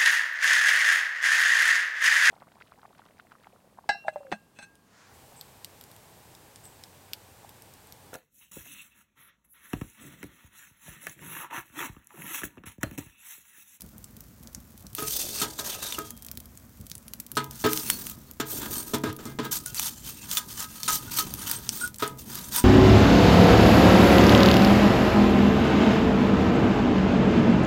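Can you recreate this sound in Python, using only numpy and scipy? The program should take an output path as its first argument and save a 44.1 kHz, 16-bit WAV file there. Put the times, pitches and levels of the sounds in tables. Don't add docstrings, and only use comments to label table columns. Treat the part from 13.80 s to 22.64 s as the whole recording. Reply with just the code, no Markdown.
import sys
import numpy as np
from scipy import signal
from scipy.fft import rfft, irfft
from scipy.io import wavfile

SR = 44100
rng = np.random.default_rng(int(sys.argv[2]) if len(sys.argv) > 2 else 0)


def wav_record(signal):
    frames = np.transpose(np.atleast_2d(signal))
    bounded = np.clip(frames, -1, 1)
    quanta = np.round(bounded * 32767).astype(np.int16)
    wavfile.write(sys.argv[1], SR, quanta)


N = 389844
CUTOFF_HZ = 15900
MODE_SPLIT_HZ = 750

# (frequency [Hz], level [dB], t60 [s])
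IRON_MODES = [(137.1, -1.5, 0.65), (223, -10, 0.43), (250, -4, 0.24), (312.5, -6.5, 0.45),
              (332, -10.5, 0.32), (367, -5.5, 0.074), (418.7, -0.5, 0.27), (437.4, -5, 0.32),
              (472, -16.5, 0.47), (634, -2.5, 0.094), (666, -9.5, 0.37), (853, -16, 0.5),
              (940, -13.5, 0.38), (985, -11.5, 0.39), (1236, -9, 0.37), (1272, 1.5, 0.19), (1475, -8, 0.12),
              (1617, -6.5, 0.25), (1780, -8, 0.095), (2085, -21.5, 0.4), (2403, -10.5, 0.19),
              (2730, -15, 0.12), (3116, -19, 0.2), (3560, -16, 0.24), (3750, -22, .08)]
# (frequency [Hz], level [dB], t60 [s])
EDGE_MODES = [(2700, 2.5, 0.021), (3116, -3, 0.026), (3510, -1, 0.03), (3844, 3, 0.012),
              (4364, -2.5, 0.053), (5900, -3, 0.023), (6600, -12, 0.014), (7320, 11, 0.0059),
              (8580, 6, 0.016), (9620, 6, 0.019), (11500, 2, 0.019), (12816, -0.5, .03), (13964, 0, 0.038),
              (15400, 8, 0.016)]
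# (frequency [Hz], level [dB])
DRAG_SPECTRUM = [(450, -11.5), (750, -4), (960, 9), (1100, 1), (1300, 6.5), (1800, 4.5), (2400, -2.5),
                 (3400, 2.5), (6000, -8)]


def from_db(db):
    return 10 ** (np.asarray(db) / 20)


def rms_one(x):
    return x / np.sqrt(np.mean(x ** 2) + 1e-20)


def in_time(rows):
    times_s, *columns = np.transpose(rows)
    return [np.interp(np.arange(N) / SR, times_s, column) for column in columns]


def add(out, start_s, sound):
    i = int(np.clip(start_s * SR, 0, N - 1))
    out[i:i + len(sound)] += sound[:N - i]


def drift(rate_hz):
    hop, settle = 40, 2000
    r = np.exp(-2 * np.pi * rate_hz * hop / SR)
    noise = rng.standard_normal(N // hop + settle + 2)
    slow = signal.lfilter([1], [1, -2 * r, r * r], noise)[settle:]
    return np.interp(np.arange(N) / hop, np.arange(len(slow)), rms_one(slow))


def colour(x, spectrum):
    size = 8192
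    hz, db = np.transpose(spectrum)
    octave = np.log2(np.maximum(np.arange(size // 2 + 1), 1) * SR / size)
    outside = np.abs(octave - np.clip(octave, np.log2(hz[0]), np.log2(hz[-1])))
    gain = from_db(np.interp(octave, np.log2(hz), db) - 18 * outside)
    cepstrum = irfft(np.log(gain))
    response = irfft(np.exp(rfft(2 * cepstrum[:size // 2], size)))
    return rms_one(signal.fftconvolve(x, response)[:len(x)])


def grains(per_s, spread_db):
    sizes = from_db(spread_db * np.minimum(rng.exponential(1, N), 4))
    return rms_one(sizes * rng.choice([-1, 1], N) * (rng.random(N) < per_s / SR))


def ring(force, hz, t60_s):
    r, w = from_db(-60 / (t60_s * SR)), 2 * np.pi * hz / SR
    return signal.lfilter([0, np.sin(w)], [1, -2 * r * np.cos(w), r * r], force + 1e-18)


def rub(force, modes, wander_db):
    return rms_one(sum(ring(force * from_db(db + wander_db * drift(4.3)), hz, t60_s)
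                       for hz, db, t60_s in modes))


def pushes(rows, attack_s, release_db_per_s):
    power = np.zeros(N)
    for start_s, length_s, db, swell_db in rows:
        t = np.arange(int((length_s + 50 / release_db_per_s) * SR)) / SR
        held_db = db + swell_db * (np.minimum(t / length_s, 1) - .5)
        release_db = release_db_per_s * np.maximum(t - length_s, 0)
        push = np.minimum(t / attack_s, 1) * from_db(held_db - release_db)
        add(power, start_s, push ** 2)
    return np.sqrt(power)


def firebox(x, wet_db, t60_s):
    t = np.arange(SR // 5) / SR
    echoes = rng.standard_normal(len(t)) * from_db(-60 * t / t60_s) * (t > .0015)
    return x + from_db(wet_db) * signal.fftconvolve(x, echoes / np.linalg.norm(echoes))[:N]


def fire():
    # (frequency [Hz], level [dB])
    flame_spectrum = [(12, -25), (20, -69), (54, 1.5), (160, -11.5), (235, -3), (276, -15), (312, -14),
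                      (414, -26.5), (517, -20), (823, -24), (1210, -24), (2500, -38), (3250, -61),
                      (5500, -120)]
    sizzle_spectrum = [(1500, 1), (3000, -3.5), (4500, -3), (6500, 0.5), (10000, -3), (13000, 1.5),
                       (15500, 3)]
    puff_spectrum = [(70, -2.5), (120, -1), (230, -7), (310, -13), (420, -17.5)]
    tick_spectrum = [(3000, -5.5), (7000, -3.5), (13000, 2.0), (15500, -2)]
    roar = from_db(-53) * colour(rng.standard_normal(N) * from_db(2 * drift(20)), flame_spectrum)
    puffing = rng.standard_normal(N) * from_db(6 * np.minimum(drift(22), 2))
    puffs = from_db(-55.5) * colour(puffing, puff_spectrum)
    sizzle = from_db(-59.5) * colour(grains(per_s=7000, spread_db=3.5), sizzle_spectrum)
    ticks = from_db(-60) * colour(grains(per_s=110, spread_db=7.5), tick_spectrum)
    return roar + puffs + sizzle + firebox(ticks, wet_db=-2, t60_s=0.016)


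def snaps():
    # (time [s], relative level [dB], pitch [Hz])
    fractures = [(0.0188, -18, 11200), (0.181, -24.5, 13200), (0.2426, -19.5, 7900), (0.406, -21.5, 14100),
                 (0.6728, -23.5, 4070), (0.7479, -14, 6000), (1.067, -22.5, 4160), (1.1497, -8.5, 14000),
                 (2.0438, -18, 3890), (2.1236, -9, 3380), (2.1876, -9, 12800), (2.3055, -14, 12300),
                 (2.423, -21, 15000), (2.4646, -15.5, 16000), (2.485, -21.5, 3214), (2.514, -13, 14200),
                 (2.573, -14, 14200), (2.6564, -25, 12900), (2.774, -23, 7500), (3.1153, -14, 5470),
                 (3.1526, -17, 9200), (3.18, -23, 9460), (3.281, -20, 11200), (3.3354, -12.5, 13000),
                 (3.4003, -11.5, 11600), (3.5162, -13, 11900), (3.5538, -22, 4100), (3.6425, -16, 14800),
                 (3.71, -17, 5640), (3.932, -1, 13900), (3.9743, -4.5, 4160), (4.0065, -20, 9570),
                 (4.1004, 5, 10000), (4.2677, -11, 11400), (4.2975, -13, 14400), (4.5118, -19, 14000),
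                 (5.3645, -19, 12400), (5.454, -19, 6300), (5.7553, -14, 8500), (5.8605, -8, 7900),
                 (5.9453, -11, 8500), (5.9956, -1, 8470), (6.5137, -5.5, 4020), (6.571, -1.5, 3510),
                 (7.0317, -7, 4860), (7.079, -8, 3070), (7.105, -7, 6390), (7.5385, -7.5, 12270),
                 (7.7132, -0.5, 14700), (7.8912, 0, 6000), (8.076, -13, 11500), (8.1435, -20, 5470),
                 (8.1844, -17, 7080), (8.277, -12.5, 9000), (8.554, -11.5, 13200), (8.762, 0, 12700)]
    out, t = np.zeros(N), np.arange(int(.04 * SR)) / SR
    splintering = from_db(-60 * t / 0.0015) + from_db(-2.5 - 60 * t / 0.018)
    bandwidth_hz = 2200
    r = np.exp(-np.pi * bandwidth_hz / SR)
    gain = (1 - r * r) / 2
    for start_s, db, hz in fractures:
        burst = rng.standard_normal(len(t)) * splintering
        burst[0] = 5.8
        w = 2 * np.pi * min(hz, CUTOFF_HZ) / SR
        piece = signal.lfilter([gain, 0, -gain], [1, -2 * r * np.cos(w), r * r], burst)
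        body_db = min(0.35 * (db - 2), 2)
        body = [(900, body_db - 3.5), (2000, body_db - .5), (3500, body_db + 2)]
        snap = colour(piece + 0.74 * burst, body + [(7000, 0.32), (15000, 0.64)])
        add(out, start_s + 0.00054, from_db(db - 29.5) * snap)
    return out


def stirring():
    # (time [s], length [s], crunch [dB], drag [dB])
    digs = [(1.152, 1.14, -44, -56), (3.696, 0.53, -50.5, -55), (4.315, .19, -62, -63),
            (4.651, 0.47, -46.5, -52), (5.714, 1.8, -48.5, -61), (6.947, 1.12, -46, -49.5),
            (8.451, 0.32, -43.5, -50.5)]
    # (time [s], length [s], crunch [dB], drag [dB], swell [dB])
    strokes = [(1.165, .09, -37.5, -50, -2), (1.255, .18, -29, -53, 5), (1.43, 0.14, -33.5, -57, 4),
               (1.545, 0.088, -30.5, -43.5, 7), (1.78, 0.032, -31.5, -42, -3),
               (1.835, 0.17, -34.5, -44, -13), (2.015, 0.15, -34.5, -43, -8), (3.735, 0.094, -43, -55, 9),
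               (3.88, 0.25, -36, -44.5, 1), (4.12, 0.2, -44, -50.5, -3), (4.665, 0.12, -40.5, -48, 10.5),
               (4.79, 0.072, -49, -39, 3), (4.895, 0.096, -36.5, -41.5, 1), (5.065, 0.027, -46, -58, -2),
               (5.385, .13, -53.5, -48, 2), (5.625, .055, -51, -38.5, -13),
               (5.708, 0.066, -26.5, -38, -8.5), (5.852, 0.034, -38, -55, -2), (5.94, 0.14, -32, -43.5, 8),
               (6.228, 0.072, -38, -50, 9), (6.42, 0.073, -45, -49, 2), (6.498, 0.085, -29.5, -38.5, -3),
               (6.675, 0.12, -40.5, -50, 1), (6.768, 0.062, -32.5, -38.5, 0.5), (6.89, 0.078, -46, -54, 11),
               (7.025, 0.13, -31.5, -49, 15), (7.3, 0.066, -34.5, -44, -6), (7.358, 0.04, -23, -32.5, -0.5),
               (7.57, 0.15, -42, -45, -8), (7.66, 0.087, -32, -38, -1), (7.908, 0.15, -36.5, -48, -1),
               (8.19, .12, -43.5, -40.5, -13), (8.378, 0.045, -42.5, -59, -4),
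               (8.485, 0.093, -40.5, -42.5, 9.5), (8.708, 0.083, -28.5, -35, 6)]
    moves = list(strokes) + [(*dig, 0) for dig in digs]
    start_s, length_s, crunch_db, drag_db, swell_db = np.transpose(moves)
    breaking, dragging = [
        pushes(zip(start_s, length_s, db, swell_db), attack_s=0.015, release_db_per_s=443)
        for db in (crunch_db, drag_db)]
    catching = from_db(2.41 * drift(72))
    return crunch(breaking * catching) + drag(dragging * catching)


def crunch(envelope):
    # (frequency [Hz], level [dB])
    dust_spectrum = [(1200, -26), (2300, -15.5), (3400, -5), (4500, 0), (5300, 1), (6400, 5.5), (7400, -3),
                     (8500, 5), (10200, -4), (12000, 3.5), (15500, 2.5)]
    # (time [s], treble gain [dB])
    fineness = [(1.1, 2), (2.2, -25.5), (4.05, 5), (4.85, 8), (6.05, -3), (7.2, -1.5), (7.7, 0)]
    dust = envelope * from_db(-2.5) * colour(grains(per_s=7000, spread_db=0), dust_spectrum)
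    pieces = envelope * from_db(-7.5) * clinks(per_s=1800, t60_cycles=110, wander_db=4, count=40)
    edge_force = envelope * grains(per_s=2000, spread_db=-1)
    edge = np.std(envelope) * from_db(-7) * rub(edge_force, EDGE_MODES, wander_db=6.5)
    mix = dust + pieces + edge
    treble = signal.lfilter(*signal.butter(1, 11000, "high", fs=SR), mix)
    treble_db, = in_time(fineness)
    return mix + (from_db(treble_db) - 1) * treble


def clinks(per_s, t60_cycles, wander_db, count):
    pitches_hz = np.geomspace(3000, 15000, count) * rng.uniform(.97, 1.03, count)
    fractures = grains(per_s, spread_db=4)
    piece = rng.integers(0, count, N)
    out = np.zeros(N)
    for k, hz in enumerate(pitches_hz):
        flurry = from_db(wander_db * drift(19))
        out += ring(fractures * (piece == k), hz, t60_cycles / hz) * hz * flurry
    return rms_one(out)


def drag(envelope):
    scrape = envelope * from_db(-5) * colour(grains(per_s=3000, spread_db=1), DRAG_SPECTRUM)
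    blade_modes = [mode for mode in IRON_MODES if mode[0] > MODE_SPLIT_HZ]
    return scrape + from_db(-6) * np.std(scrape) * rub(scrape, blade_modes, wander_db=3)


def knocks():
    # (time [s], thud [dB], thud pitch [Hz], clang [dB], clang pitch [Hz], crack [dB], contact [s])
    blows = [(1.183, -34.5, 432, -29.5, 1090, -31, 0.0034), (1.222, -37, 410, -35.5, 1330, -54, 0.0052),
             (1.615, -29, 292, -23.5, 900, -17, 0.02), (1.788, -34, 620, -31, 1550, -28, 0.0041),
             (2.183, -30, 452, -30.5, 1260, -48, 0.0014), (3.569, -26, 334, -18.5, 1400, -19.5, 0.0058),
             (3.8398, -20, 364, -18, 1620, -25, 0.011), (3.859, -24, 420, -19, 1240, -24, 0.0047),
             (4.599, -27.5, 378, -22, 1470, -22, 0.0051), (5.135, -23, 306, -24, 910, -23, 0.018),
             (5.236, -24.5, 342.5, -24.5, 1120, -32, 0.0041), (5.258, -33.5, 422, -32, 1280, -37.5, 0.045),
             (5.387, -40.5, 330, -41, 1100, -46, 0.018), (5.454, -35, 230, -43, 1310, -39, 0.021),
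             (5.587, -21.5, 183, -24.5, 1060, -36, 0.011), (5.646, -33, 400, -30.5, 1570, -33, 0.0096),
             (6.570, -52, 400, -28, 1050, -20, 0.012), (7.079, -45, 420, -21, 1326, -17.5, 0.013),
             (7.385, -42, 400, -28.5, 1240, -17.5, 0.0038), (8.223, -28, 480, -19.5, 1360, -32, 0.01)]
    # (frequency [Hz], level [dB])
    thud_spectrum = [(45, -68), (90, 20.5), (140, 4), (260, 9), (420, 1), (650, -9.5), (1000, 2.5)]
    # (frequency [Hz], level [dB])
    crack_spectrum = [(1500, -9), (2400, -11), (3600, 6), (5500, 8), (9000, 4), (15500, 2.5)]
    out, t = np.zeros(N), np.arange(int(.8 * SR)) / SR
    hz, mode_db, t60_s = np.transpose(IRON_MODES)
    rasps = colour(rng.standard_normal(N), DRAG_SPECTRUM)
    grit = grains(per_s=10000, spread_db=5)
    cracks = colour(grit + 1.36 * rub(grit, EDGE_MODES, wander_db=7), crack_spectrum)
    for start_s, thud_db, thud_hz, clang_db, clang_hz, crack_db, contact_s in blows:
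        span = rng.integers(N - len(t)) + np.arange(len(t))
        free_s = np.maximum(t - contact_s, 0)
        attack = 1 - np.exp(-t / 0.00047)
        box_db = thud_db - 3 - 6 * np.abs(np.log2(hz / thud_hz))
        blade_db = clang_db - 2 - np.minimum(41 * np.abs(np.log2(hz / clang_hz)), 8)
        drive_db = np.where(hz < MODE_SPLIT_HZ, box_db, blade_db) + rng.normal(0, 2.64, len(hz))
        detuned_hz = hz * (1 + rng.normal(0, 0.005, len(hz)))
        waves = np.sin(2 * np.pi * (detuned_hz[:, None] * t + rng.random((len(hz), 1))))
        ringing = from_db(mode_db + drive_db) @ (waves * from_db(-60 * t / t60_s[:, None]))
        body = [(f, db - 3.9 * abs(np.log2(f / thud_hz))) for f, db in thud_spectrum]
        thud = from_db(thud_db - 2.5 - 60 * free_s / 0.072) * colour(rng.standard_normal(len(t)), body)
        rasp = from_db(clang_db - 10.5 - 60 * free_s / 0.17) * rasps[span]
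        crack_decay = from_db(-60 * free_s / 0.061) + from_db(-13.5 - 60 * t / 0.21)
        crack = from_db(crack_db - 6.5) * crack_decay * cracks[span]
        add(out, start_s, attack * (ringing + thud + rasp + crack))
    return out


def sliding_logs():
    # (time [s], length [s], level [dB], pitch [Hz])
    shoves = [(1.314, 0.36, -47, 523), (1.786, 0.28, -47, 595), (3.904, 0.34, -47, 240),
              (4.307, 0.057, -49.5, 180), (4.7, 0.2, -40, 346), (4.93, 0.4, -48.5, 266),
              (5.371, 0.13, -44.5, 250), (5.628, 0.18, -48.5, 180), (5.985, 1.0, -53.5, 215),
              (7.017, 0.79, -47, 220), (7.422, 0.057, -41, 213), (7.857, 0.18, -48, 217),
              (8.27, 0.95, -47, 212)]
    start_s, length_s, db, shove_hz = np.transpose(shoves)
    envelope = pushes(zip(start_s, length_s, db, np.zeros(len(db))), attack_s=0.036, release_db_per_s=83)
    pitch_hz, = in_time(sorted(zip(start_s + length_s / 2, shove_hz)))
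    centres_hz = np.geomspace(110, 750, 9)
    weights = from_db(-9 * np.abs(np.log2(centres_hz[:, None] / pitch_hz)))
    weights /= np.sqrt((weights ** 2).sum(axis=0))
    bands = [rms_one(ring(grains(per_s=300, spread_db=5.5), hz, t60_s=10.1 / hz)) for hz in centres_hz]
    rumble = envelope * from_db(-1.5) * (weights * bands).sum(axis=0)
    box_modes = [mode for mode in IRON_MODES if mode[0] < MODE_SPLIT_HZ]
    return rumble + from_db(-7) * np.std(rumble) * rub(rumble, box_modes, wander_db=3)


def squeaks():
    # (time [s], level [dB], pitch [Hz], swell [s], t60 [s], waver [share of pitch])
    tones = [(1.89, -36.5, 3500, 0.037, 0.16, 0.11), (1.988, -35, 3800, 0.088, 0.082, .045),
             (2.123, -29, 3550, 0.0033, 0.033, 0.043), (2.145, -32, 2820, 0.0025, 0.051, 0.053),
             (2.192, -56, 3235, .02, 1.3, .001), (5.46, -51, 2085, .01, 0.37, .002),
             (5.859, -39.5, 1457, .004, 0.19, .003), (7.275, -41.5, 1445, 0.0059, .12, 0.0056),
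             (7.396, -29, 1272, 0.011, 0.075, .008), (7.656, -36.5, 2850, 0.015, 0.088, 0.069),
             (7.757, -29, 8500, .005, 0.068, .001), (8.01, -28.5, 1450, 0.0066, 0.085, .01),
             (8.027, -22, 1457, 0.015, .11, 0.0055)]
    out, t = np.zeros(N), np.arange(int(.8 * SR)) / SR
    for start_s, db, hz, swell_s, t60_s, waver in tones:
        envelope = np.minimum(t / swell_s, 1) * from_db(db - 60 * np.maximum(t - swell_s, 0) / t60_s)
        pitch_hz = hz * (1 + waver * drift(270)[:len(t)])
        add(out, start_s, envelope * np.sin(2 * np.pi * np.cumsum(pitch_hz) / SR))
    return out


def scene():
    burning = fire() + firebox(snaps(), wet_db=-14, t60_s=0.14)
    return (burning + stirring() + knocks() + sliding_logs() + squeaks())[None]


def record(dry):
    lowpass = signal.ellip(12, .1, 80, CUTOFF_HZ, fs=SR, output="sos")
    return signal.sosfilt(lowpass, np.clip(dry, -1, 1))


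dry = scene()
out = record(dry)
wav_record(out)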